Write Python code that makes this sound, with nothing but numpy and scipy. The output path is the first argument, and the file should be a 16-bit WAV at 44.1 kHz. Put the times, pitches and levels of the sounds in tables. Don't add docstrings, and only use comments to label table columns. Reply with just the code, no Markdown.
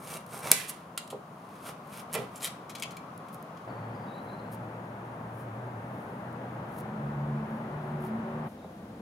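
import sys
import numpy as np
from scipy import signal
from scipy.fft import rfft, irfft, next_fast_len
from scipy.io import wavfile

SR = 44100
rng = np.random.default_rng(int(sys.argv[2]) if len(sys.argv) > 2 else 0)


def transcribe(u):
    v = np.clip(np.atleast_2d(u).T, -1, 1)
    q = np.round(v * 32767).astype(np.int16)
    wavfile.write(sys.argv[1], SR, q)


N = 397326
TIME = np.arange(N) / SR
COARSE_TIME = TIME[::32]
FFT_SIZE = next_fast_len(N + SR // 2)
FREQ = np.maximum(np.arange(FFT_SIZE // 2 + 1) * SR / FFT_SIZE, 1)
RISE_SHARE = 0.037


def amp(db):
    return np.exp(np.asarray(db) * (np.log(10) / 20))


def unit_rms(x):
    return x / np.sqrt(np.mean(x ** 2) + 1e-20)


def curves(rows):
    times, *columns = np.transpose(rows)
    return [np.interp(TIME, times, column) for column in columns]


def gate(start, end, fade_s):
    return np.clip(np.minimum(TIME - start, end - TIME) / fade_s + .5, 0, 1)


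def gains(colour):
    hz, db = np.transpose(colour)
    return amp(np.interp(np.log(FREQ), np.log(hz), db))


def shaped(x, gain):
    return irfft(rfft(x, FFT_SIZE) * gain, FFT_SIZE)[..., :N]


def butter(x, hz, kind, order=2):
    return signal.sosfilt(signal.butter(order, hz, kind, fs=SR, output="sos"), x + 1e-18)


def panned(x, left_db):
    return x * amp(np.array([[1], [-1]]) * left_db / 2)


def drift(rate_hz):
    return unit_rms(np.interp(TIME * rate_hz, np.arange(8192), rng.standard_normal(8192)))


def tone(hz):
    return np.sqrt(2) * np.sin(2 * np.pi * np.cumsum(hz) / SR)


def grains(per_s, spread_db):
    out = np.zeros(N)
    at = np.flatnonzero(rng.random(N) < per_s / SR)
    out[at] = amp(spread_db * np.minimum(rng.exponential(1, len(at)), 4)) * rng.standard_normal(len(at))
    return unit_rms(out)


def bursts(rows):
    out = np.zeros(N)
    for start, db, rise, t60 in rows:
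        first = int(start * SR)
        age = TIME[:min(SR // 2, N - first)]
        fall = amp(db - 60 * np.maximum(age - rise, 0) / t60)
        out[first:first + len(age)] += np.minimum(age / rise, 1) * fall
    return out


def resonate(force, modes, ring_db):
    out, drive = force.copy(), force[:4 * SR] + 1e-18
    for hz, db, t60 in modes:
        radius, angle = amp(-60 / (t60 * SR)), 2 * np.pi * hz / SR
        ringing = signal.lfilter([0, np.sin(angle)], [1, -2 * radius * np.cos(angle), radius ** 2], drive)
        out[:len(drive)] += ringing * amp(db + ring_db) * 2 * np.log(1000) / (t60 * SR)
    return out


def strike(times, levels_db, modes, detune):
    hz, mode_db, t60 = np.transpose(modes)
    out, age = np.zeros(N), TIME[:SR // 5]
    polarity = (-1.) ** np.arange(len(hz))[:, None]
    decays = polarity * amp(-60 * age / t60[:, None])
    tunings = hz * (1 + detune * rng.standard_normal(levels_db.shape))
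    for start, db, pitches in zip(times, levels_db, tunings):
        first = int(start * SR)
        partials = decays * np.sin(2 * np.pi * pitches[:, None] * age)
        out[first:first + len(age)] += amp(db + mode_db) @ partials
    return out


def clicks(rows, clack_hz, tick_hz, clack_db, tick_db):
    clack = bursts([(start, db + clack_db, RISE_SHARE * t60, t60) for start, db, _, t60 in rows])
    tick = bursts([(start, db + tick_db, RISE_SHARE * t60, t60) for start, _, db, t60 in rows])
    slips = grains(20000, 1.6)
    low, high = [unit_rms(butter(slips, band, "band")) for band in (clack_hz, tick_hz)]
    return clack * low + tick * high


def pings(rows, modes, low_db, high_db, detune, spread_db=5.0):
    start, clack, tick, t60 = np.transpose(rows)
    is_high = np.array(modes)[:, 0] > 6000
    levels = np.where(is_high, tick[:, None] + high_db, clack[:, None] + low_db)
    levels += spread_db * rng.standard_normal(levels.shape)
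    return strike(start + RISE_SHARE * t60 / 2, levels, modes, detune)


MIDDLE_S = (3.67, 8.48)
# level_db, left_lead_s
MURMUR_STRETCHES = [(-48.5, .00005), (-44, .0002), (-51.5, 0.00017)]
# freq_hz, level_db
MURMUR_EARLY = [(30, -44), (55, -28.5), (80, -15.5), (125, -4.5), (160, 2), (240, -3.5), (350, -10),
                (520, -8.5), (700, -6), (900, -10), (1100, -6.5), (1700, -21.5), (3000, -31), (6000, -41.5),
                (9000, -54)]
MURMUR_MIDDLE = [(30, -53), (50, -26), (76, -19.5), (110, -13.5), (150, -6.5), (210, -6.5), (290, -13),
                 (440, -14.5), (560, -12), (870, -14), (1620, -24.5), (2420, -35), (6000, -55.5), (9000, -65)]
MURMUR_LATE = [(30, -38), (75, -7.5), (130, -7.5), (210, -0.5), (380, -14), (480, -11), (700, -13),
               (1100, -22), (1860, -29), (2600, -36), (3700, -38.5), (6000, -46), (9000, -53)]
# freq_hz, side_minus_mid_db
MURMUR_WIDTH = [(30, -22), (80, -40), (200, -30), (400, -18), (700, -7), (1100, -2), (2400, -1), (6000, -1)]
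# freq_hz, left_minus_right_db
MURMUR_LEAN = [(150, 0), (400, 1), (700, 2.5), (1200, 3.5), (2400, 3), (5000, 0)]
# time_s, gain_db
MURMUR_SWELL = [(0.2, -0.5), (1.3, -2), (2.0, 0.74), (3.4, 1.5), (4.1, 0.5), (5.3, -0.5), (6.7, 1.67),
                (8.4, 2.5)]

def traffic_murmur():
    mid, side = rfft(rng.standard_normal((2, N)), FFT_SIZE)
    spectrum = mid + np.array([[1], [-1]]) * side * gains(MURMUR_WIDTH)
    spectrum = panned(spectrum, 20 * np.log10(gains(MURMUR_LEAN)))
    edges, midrange = [-1, *MIDDLE_S, 10], (FREQ > 250) & (FREQ < 1600)
    colours = gains(MURMUR_EARLY), gains(MURMUR_MIDDLE), gains(MURMUR_LATE)
    out = 0
    for start, end, colour, (db, lead) in zip(edges, edges[1:], colours, MURMUR_STRETCHES):
        gain = colour / np.sqrt(np.mean(colour ** 2 * midrange))
        turn = np.exp(1j * np.pi * FREQ * lead * FREQ / (FREQ + 350))
        stretch = irfft(spectrum * gain * np.array([turn, turn.conj()]), FFT_SIZE)[:, :N]
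        out += amp(db) * gate(start, end, .01) * stretch
    return out * amp(curves(MURMUR_SWELL)[0])


# freq_hz, level_db
HISS_COLOUR = [(2000, -6), (4000, -6), (6500, 1), (8000, -1), (10000, 2), (12500, -2), (15500, -5)]

def microphone_hiss(level_db=-70.0, unshared_db=0.5):
    noise = rng.standard_normal(N) + amp(unshared_db) * rng.standard_normal((2, N))
    return amp(level_db) * unit_rms(shaped(noise, gains(HISS_COLOUR)))


# full_pressure_s, held_s, rise_s, release_s, rasp_db, hiss_db, panel_db
STROKES = [(0.085, 0.084, 0.11, .03, -51, -46, -44.5), (0.342, 0.05, 0.07, .09, -53, -47.5, -43),
           (0.468, 0.042, 0.095, 0.039, -44, -43, -36.5), (0.565, 0.035, 0.049, 0.15, -39.5, -44, -50.5),
           (0.696, 0.0052, 0.015, 0.013, -40.5, -30, -64), (1.56, .05, 0.29, .05, -62, -64.5, -67),
           (1.672, 0.026, 0.062, 0.027, -46.5, -45, -41), (1.95, 0.051, .10, 0.044, -52, -51.5, -50),
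           (2.15, 0.0092, 0.043, 0.11, -42, -50, -37), (2.36, 0.021, 0.065, .015, -57, -57, -62),
           (2.434, 0.035, 0.032, 0.026, -41, -37.5, -48.5)]
# freq_hz, level_db
RASP_COLOUR = [(300, -30), (1200, -7.5), (1850, -1.5), (2350, 1.5), (3200, -1), (4000, -5.5), (5000, -7),
               (6300, -8), (7600, -7), (8500, -2), (9300, -2), (10200, 0), (11800, -2), (13400, -6),
               (15500, -13)]
DRAG_COLOUR = [(40, -45.5), (100, -8), (160, 0.5), (300, -10.5), (480, 1), (750, -1), (1300, 0.5),
               (1900, -15), (3000, -34)]

def scraping(linger_db=-14.5, linger_t60_s=.55, snags_per_s=80, snag_s=.001, split_hz=5500):
    start, held, rise, release, *levels_db = np.transpose(STROKES)[:, :, None]
    before, after = np.maximum(start - COARSE_TIME, 0), np.maximum(COARSE_TIME - start - held, 0)
    pressure_db = -20 * (before / rise + after / release)
    cutting, fibres, bite = [np.interp(TIME, COARSE_TIME, amp(np.max(db + pressure_db, axis=0)))
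                             for db in levels_db]
    linger = bursts([(at, db + linger_db, hold, linger_t60_s) for at, hold, _, _, db, _, _ in STROKES])
    chatter = amp(.97 * drift(140))
    snags = (rng.random(N) < snags_per_s / SR) * rng.uniform(0, 2.2, N)
    grit = 1 + .9 * signal.lfilter([1], [1, -np.exp(-1 / (snag_s * SR))], snags + 1e-18)
    tearing = shaped(grains(14000, 2.5), gains(RASP_COLOUR))
    low, high = [unit_rms(butter(tearing, split_hz, kind, order=4)) for kind in ("low", "high")]
    rasp = amp(-4) * np.maximum(cutting * grit, linger) * low
    hiss = amp(-2.5) * fibres * grit * high
    drag = amp(-2) * bite * unit_rms(shaped(grains(2500, 2.5), gains(DRAG_COLOUR)))
    return (rasp + hiss) * chatter, drag * chatter


# pitch_hz, level_db, t60_s
PANEL_MODES = [(125, -5, 0.17), (170, -8, .15), (232, -6, 0.15), (405.7, -1.5, 0.17), (458, -3.5, 0.15),
               (517, -2, .15), (604.5, -6, .14), (660, -7.5, .09), (750, -7, 0.11), (805, -6, .09),
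               (925, -9, .09), (1035, -7.5, .08), (1255, -11, .09), (1400, -16, .08)]
# start_s, level_db, favoured_hz
KNOCKS = [(0.517, -34.5, 800), (1.124, -34, 800), (1.139, -39.5, 476), (2.137, -42, 1100),
          (2.149, -30, 1100), (2.160, -32.5, 540), (2.176, -37, 380), (2.184, -31, 170),
          (2.215, -38.5, 420), (8.641, -41, 750)]

def cabinet_panel(drag, db_per_octave=5.0, spread_db=.64):
    start, db, favoured_hz = np.transpose(KNOCKS)
    octaves_off = np.abs(np.log2(np.array(PANEL_MODES)[:, 0] / favoured_hz[:, None]))
    levels = db[:, None] - db_per_octave * octaves_off + spread_db * rng.standard_normal(octaves_off.shape)
    knocks = butter(strike(start, levels, PANEL_MODES, detune=.008), [90, 1700], "band")
    return resonate(drag, PANEL_MODES, ring_db=1.5) + knocks


# start_s, clack_db, tick_db, t60_s
CATCHES = [(0.078, -54, -49, .015), (0.1385, -35, -35, 0.015), (0.153, -56, -49, 0.013),
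           (0.162, -51, -44, 0.013), (0.169, -46, -47, 0.011), (0.683, -50, -37, .02),
           (0.9755, -28.5, -28, 0.036), (1.076, -46, -48, 0.024), (1.101, -43.5, -42.5, 0.083),
           (2.357, -57, -43, .06), (2.377, -59, -47, 0.027), (2.406, -41, -53, 0.017),
           (2.4215, -38.5, -40, 0.015), (2.428, -37, -30.5, 0.027), (2.4445, -28, -24.5, 0.015),
           (2.452, -32, -37, 0.025), (2.459, -37, -35, 0.017), (2.4755, -31, -32, 0.011)]
# start_s, breaks_free_s, wedged_share
CUTS = [(-1, 0.5157, .95), (1.4, 2.127, .2)]
# pitch_hz, level_db, t60_s
WEDGED_MODES = [(2350, 6.5, .03), (2830, 1, .03), (4080, -4, .02), (6550, -2, .014), (7220, -3.5, .012),
                (8600, 0, .007), (10100, -3, .006), (11100, -3, .005), (13400, 3.5, .008)]
FREE_MODES = [(2024, 9, 0.096), (2379, 7, .14), (2755, 1.5, .12), (3064, -3, .1), (3601, -2, .12),
              (4689, -5, .07), (5690, -9, .04), (8710, -6, .02), (9566, -5, .02), (10344, -6, .02),
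              (11300, -6, .02)]
LYING_MODES = [(1370, 8.5, .028), (2063, -4, .04), (2390, -2, .03), (3280, 4, 0.041), (4220, -0.5, .015),
               (5440, -8, 0.031), (6950, -3, 0.024), (7470, 3, .02), (8130, 6, .025), (9730, -6, 0.022),
               (10200, 2, .02), (13000, -4, 0.019)]

def knife_blade(rasp, free_s=.25, lean_below_hz=4200):
    force = rasp + clicks(CATCHES, clack_hz=[2300, 6400], tick_hz=[5600, 11400], clack_db=-1, tick_db=-1)
    cracks, shiver = strip_snaps()
    cutting = sum(gate(start, end, .002) for start, end, _ in CUTS)
    wedged = sum(share * gate(start, end, .002) for start, end, share in CUTS)
    free = sum(gate(end, end + free_s, .002) for _, end, _ in CUTS)
    lying = 1 - cutting - free
    in_wood = force * (cutting - wedged) + resonate(force * wedged, WEDGED_MODES, ring_db=0)
    on_wood = resonate(force * lying, LYING_MODES, ring_db=-1.5)
    on_wood += lying * pings(CATCHES, LYING_MODES, low_db=-20, high_db=-15, detune=.008)
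    jolt = amp(-12) * cracks
    sprung = resonate(force * free + shiver + jolt, FREE_MODES, ring_db=-.5) - jolt
    sprung_low = shaped(sprung, 1 / (1 + (FREQ / lean_below_hz) ** 4))
    return in_wood + on_wood + cracks + sprung - sprung_low + panned(sprung_low, left_db=-6.5)


# start_s, level_db
CRUMBS = [(0.207, -46), (0.264, -42), (0.376, -35), (1.711, -49), (1.873, -49.5), (2.008, -43),
          (3.177, -42.5), (3.329, -45), (3.345, -39), (3.426, -43), (4.527, -53), (5.41, -54),
          (6.327, -51.5), (6.802, -47)]
# freq_hz, level_db
PUTTY_COLOUR = [(2000, -10), (4000, -6), (6500, -5), (8000, -5), (10000, 3.5), (12500, 1.5), (15500, -5.5)]

def crumbs(gain_db=-5.5, rise_s=.0006, t60_s=.013):
    envelope = bursts([(start, db + gain_db, rise_s, t60_s) for start, db in CRUMBS])
    return shaped(envelope * grains(20000, 1.5), unit_rms(gains(PUTTY_COLOUR)))


def blade_singing(start_s=.3, end_s=.5, pitch_hz=8580, width_hz=399.5, level_db=-63):
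    band = [pitch_hz - width_hz / 2, pitch_hz + width_hz / 2]
    note = unit_rms(butter(rng.standard_normal(N), band, "band"))
    return amp(level_db) * gate(start_s, end_s, .04) * note


# start_s, crack_db, length_s, tail_db, tail_t60_s, shiver_db
SNAPS = [(0.5155, -5, .0024, -11, .006, -26.5), (2.129, -32, 0.0011, -39.5, .01, -56),
         (2.1344, -31, .0015, -34, .015, -45), (2.141, -28.5, 0.00198, -30, .018, -38),
         (2.15, -28.5, .0018, -30, .018, -38)]
# freq_hz, level_db
CRACK_COLOUR = [(300, -32), (1300, -19.5), (2050, -11), (3300, -14), (4200, -13), (5600, -6), (6400, -13),
                (7300, -3), (8500, -4), (9600, 1), (11200, 1), (12400, -5), (13100, -3), (14200, -10.5),
                (15500, -13)]
SHIVER_COLOUR = [(100, -30), (450, -12), (700, -1.5), (1250, -10), (2000, 3), (3000, 0), (4000, -6),
                 (7000, -10), (9500, -4.5), (15500, -19.5)]

def strip_snaps():
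    hz, colour_db = np.transpose(CRACK_COLOUR)
    cracks = np.zeros(N)
    for (start, db, length, *_), phases in zip(SNAPS, rng.random((len(SNAPS), 256))):
        first, count = int(start * SR), int(length * SR)
        pitches = np.fft.rfftfreq(count, 1 / SR)
        spectrum = amp(np.interp(pitches, hz, colour_db)) * np.exp(2j * np.pi * phases[:len(pitches)])
        cracks[first:first + count] += amp(db) * unit_rms(irfft(spectrum, count))
    tails = bursts([(start + length, db, .0002, t60) for start, _, length, db, t60, _ in SNAPS])
    shivers = bursts([(start, db, .004, .06) for start, *_, db in SNAPS])
    tail_noise, shiver_noise = [unit_rms(shaped(rng.standard_normal(N), gains(colour)))
                                for colour in (CRACK_COLOUR, SHIVER_COLOUR)]
    return cracks + tails * tail_noise, shivers * shiver_noise


# pitch_hz, level_db, t60_s
HANDLE_MODES = [(2320, 3, 0.033), (2486, 4.5, 0.048), (3250, -1, .018), (3447, -1, .016), (4200, -2, 0.013),
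                (4960, -5, .02), (5980, -6, 0.02), (6880, -4.5, 0.024), (7140, -5, 0.025), (8300, -6, .05),
                (9760, -9, .05)]
# start_s, clack_db, tick_db, t60_s
RATTLES = [(2.6935, -45, -47, 0.097), (2.7495, -38.5, -45, .065), (2.782, -52, -58, .06),
           (2.797, -45, -40, 0.039), (2.8232, -27.5, -30, 0.014), (2.828, -39.5, -42, 0.035),
           (2.833, -33, -42, 0.03), (2.907, -46.5, -53, 0.056), (2.918, -60, -52, .04),
           (2.968, -43.5, -45, 0.032), (3.284, -56.5, -57, .04), (3.571, -58, -66, .05)]

def handle_rattle():
    taps = clicks(RATTLES, clack_hz=[2400, 7300], tick_hz=[5200, 11800], clack_db=-1, tick_db=-1.5)
    ringing = pings(RATTLES, HANDLE_MODES, low_db=-13.5, high_db=-7, detune=.03)
    return resonate(taps, HANDLE_MODES, ring_db=2) + ringing


# peak_s, level_db, swell_s, fade_s
WIPES = [(3.345, -60, 0.013, .01), (4.25, -74.5, .12, .12), (4.534, -55.5, 0.016, 0.013),
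         (5.415, -64.5, .06, .02), (6.03, -72.5, .13, .12), (6.785, -63, .06, .02),
         (6.802, -57.5, .012, .007), (7.53, -72.5, .04, .06), (7.87, -75, .05, .05),
         (8.055, -59, 0.031, .025), (8.5, -69, 0.031, .03)]

def putty_wipes(stick_db=1.6, ticks_per_s=130, ticks_db=-11):
    pressure = 0
    for peak, db, swell, fade in WIPES:
        width = np.where(COARSE_TIME < peak, swell, fade)
        pressure += amp(db) * np.exp(-.5 * ((COARSE_TIME - peak) / width) ** 2)
    tack = grains(3000, 1.3) + amp(ticks_db) * grains(ticks_per_s, 1.5)
    friction = np.interp(TIME, COARSE_TIME, pressure) * amp(stick_db * drift(120)) * tack
    return shaped(friction, unit_rms(gains(PUTTY_COLOUR)))


# start_s, pitch_hz, glide_hz_per_s, level_db, rise_s, t60_s, noisy_share
SQUEALS = [(3.66, 4560, -900, -69.5, .04, 1.0, .6), (3.81, 3230, -900, -71.5, .03, .5, 0),
           (3.9, 4980, -2000, -71, .06, 1.2, .95), (4.04, 3760, 1199.5, -59, 0.1, 0.42, .25),
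           (4.24, 4020, 400, -62.5, 0.05, 0.9, .3), (8.56, 3800, -1000, -70, .043, .7, .6)]

def far_squeals(flutter_db=2.0, wander_hz=50):
    out = np.zeros(N)
    flutter, wander, rough = amp(flutter_db * drift(70)), wander_hz * drift(120), drift(750)
    for start, hz, glide, db, rise, t60, noisy in SQUEALS:
        span = slice(int(start * SR), int(start * SR) + SR // 2)
        age = TIME[span] - start
        level = np.minimum(age / rise, 1).clip(0) ** 1.6 * amp(db - 60 * np.maximum(age - rise, 0) / t60)
        roughness = np.sqrt(1 - noisy) + np.sqrt(noisy) * rough[span]
        out[span] += level * tone(hz + glide * age + wander[span]) * roughness
    return out * flutter


def passing_car(nearest_s=4, half_length_s=2.5, level_db=-59, centre_hz=900):
    octave = [centre_hz / np.sqrt(2), centre_hz * np.sqrt(2)]
    tyres = unit_rms(butter(rng.standard_normal((2, N)), octave, "band"))
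    level = amp(level_db) / (1 + ((TIME - nearest_s) / half_length_s) ** 2)
    return panned(tyres * level * gate(*MIDDLE_S, .02), left_db=7)


def speeding_up(start_s, from_hz, to_hz, settle_s):
    return to_hz + (from_hz - to_hz) * np.exp(-np.maximum(TIME - start_s, 0) / settle_s)


def wavering():
    return amp(2.2 * drift(22) - .5)


# time_s, level_db
IDLE_LEVEL = [(3.95, -46.5), (4.25, -62.5), (4.55, -46), (5.1, -49), (5.75, -42.5), (6.08, -50.5),
              (6.35, -46), (7.1, -52.5), (8.4, -50)]

def idling_motor(stray_hz=3.73):
    level = amp(curves(IDLE_LEVEL)[0]) * wavering() * gate(*MIDDLE_S, .027)
    pitch = speeding_up(start_s=3.7, from_hz=112, to_hz=128, settle_s=3.6)
    return level * tone(pitch + stray_hz * drift(30))


# time_s, second_db, third_db, fifth_db
ENGINE_ORDERS = [(6.8, -59, -43, -52.5), (6.96, -40, -42.5, -60.5), (7.2, -34.5, -41, -54),
                 (7.34, -31.5, -36.5, -59.5), (7.54, -51.5, -42, -58.5), (7.73, -40.5, -47.5, -52),
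                 (8.04, -37.5, -43, -46), (8.17, -52.5, -36, -50), (8.42, -41.5, -43.5, -50)]

def distant_engine(stray_hz=.911):
    second, third, fifth = curves(ENGINE_ORDERS)
    firing_hz = speeding_up(start_s=6.8, from_hz=70, to_hz=77, settle_s=1.0)
    orders_db = {1: second - 22, 2: second, 3: third, 5: fifth}
    drone = sum(amp(db) * wavering() * tone(order * (firing_hz + stray_hz * drift(30)))
                for order, db in orders_db.items())
    return drone * gate(ENGINE_ORDERS[0][0], 10, .1) * gate(*MIDDLE_S, .027)


def with_echoes(x, t60_s=.3, band_hz=(500, 5970), wet_db=-9.5):
    age = TIME[:SR // 2]
    scatter = rng.standard_normal((2, len(age))) * amp(-60 * age / t60_s) * (age > .003)
    echoes = butter(scatter, band_hz, "band", order=1)
    echoes /= np.sqrt(np.sum(echoes ** 2, axis=1, keepdims=True))
    return x + amp(wet_db) * signal.fftconvolve(x, echoes, axes=1)[:, :N]


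# time_s, left_minus_right_db
KNIFE_PAN = [(0.5, -1), (2.2, -.5), (2.8, 3.5)]

def scene():
    rasp, drag = scraping()
    knife = knife_blade(rasp) + blade_singing() + handle_rattle()
    tool_work = panned(knife, curves(KNIFE_PAN)[0]) + panned(cabinet_panel(drag), left_db=-1.5)
    handwork = with_echoes(tool_work + crumbs() + putty_wipes())
    street = traffic_murmur() + far_squeals() + passing_car() + idling_motor() + distant_engine()
    return handwork + street + microphone_hiss()


def record(dry, notch_hz=7850, notch_q=14.0, notch_depth=.26, cutoff_hz=15750):
    port_band = signal.lfilter(*signal.iirpeak(notch_hz, notch_q, fs=SR), dry)
    clipped = np.clip(dry - notch_depth * port_band, -.95, .95)
    return signal.sosfilt(signal.ellip(10, .1, 80, cutoff_hz, fs=SR, output="sos"), clipped)


dry = scene()
out = record(dry)
transcribe(out)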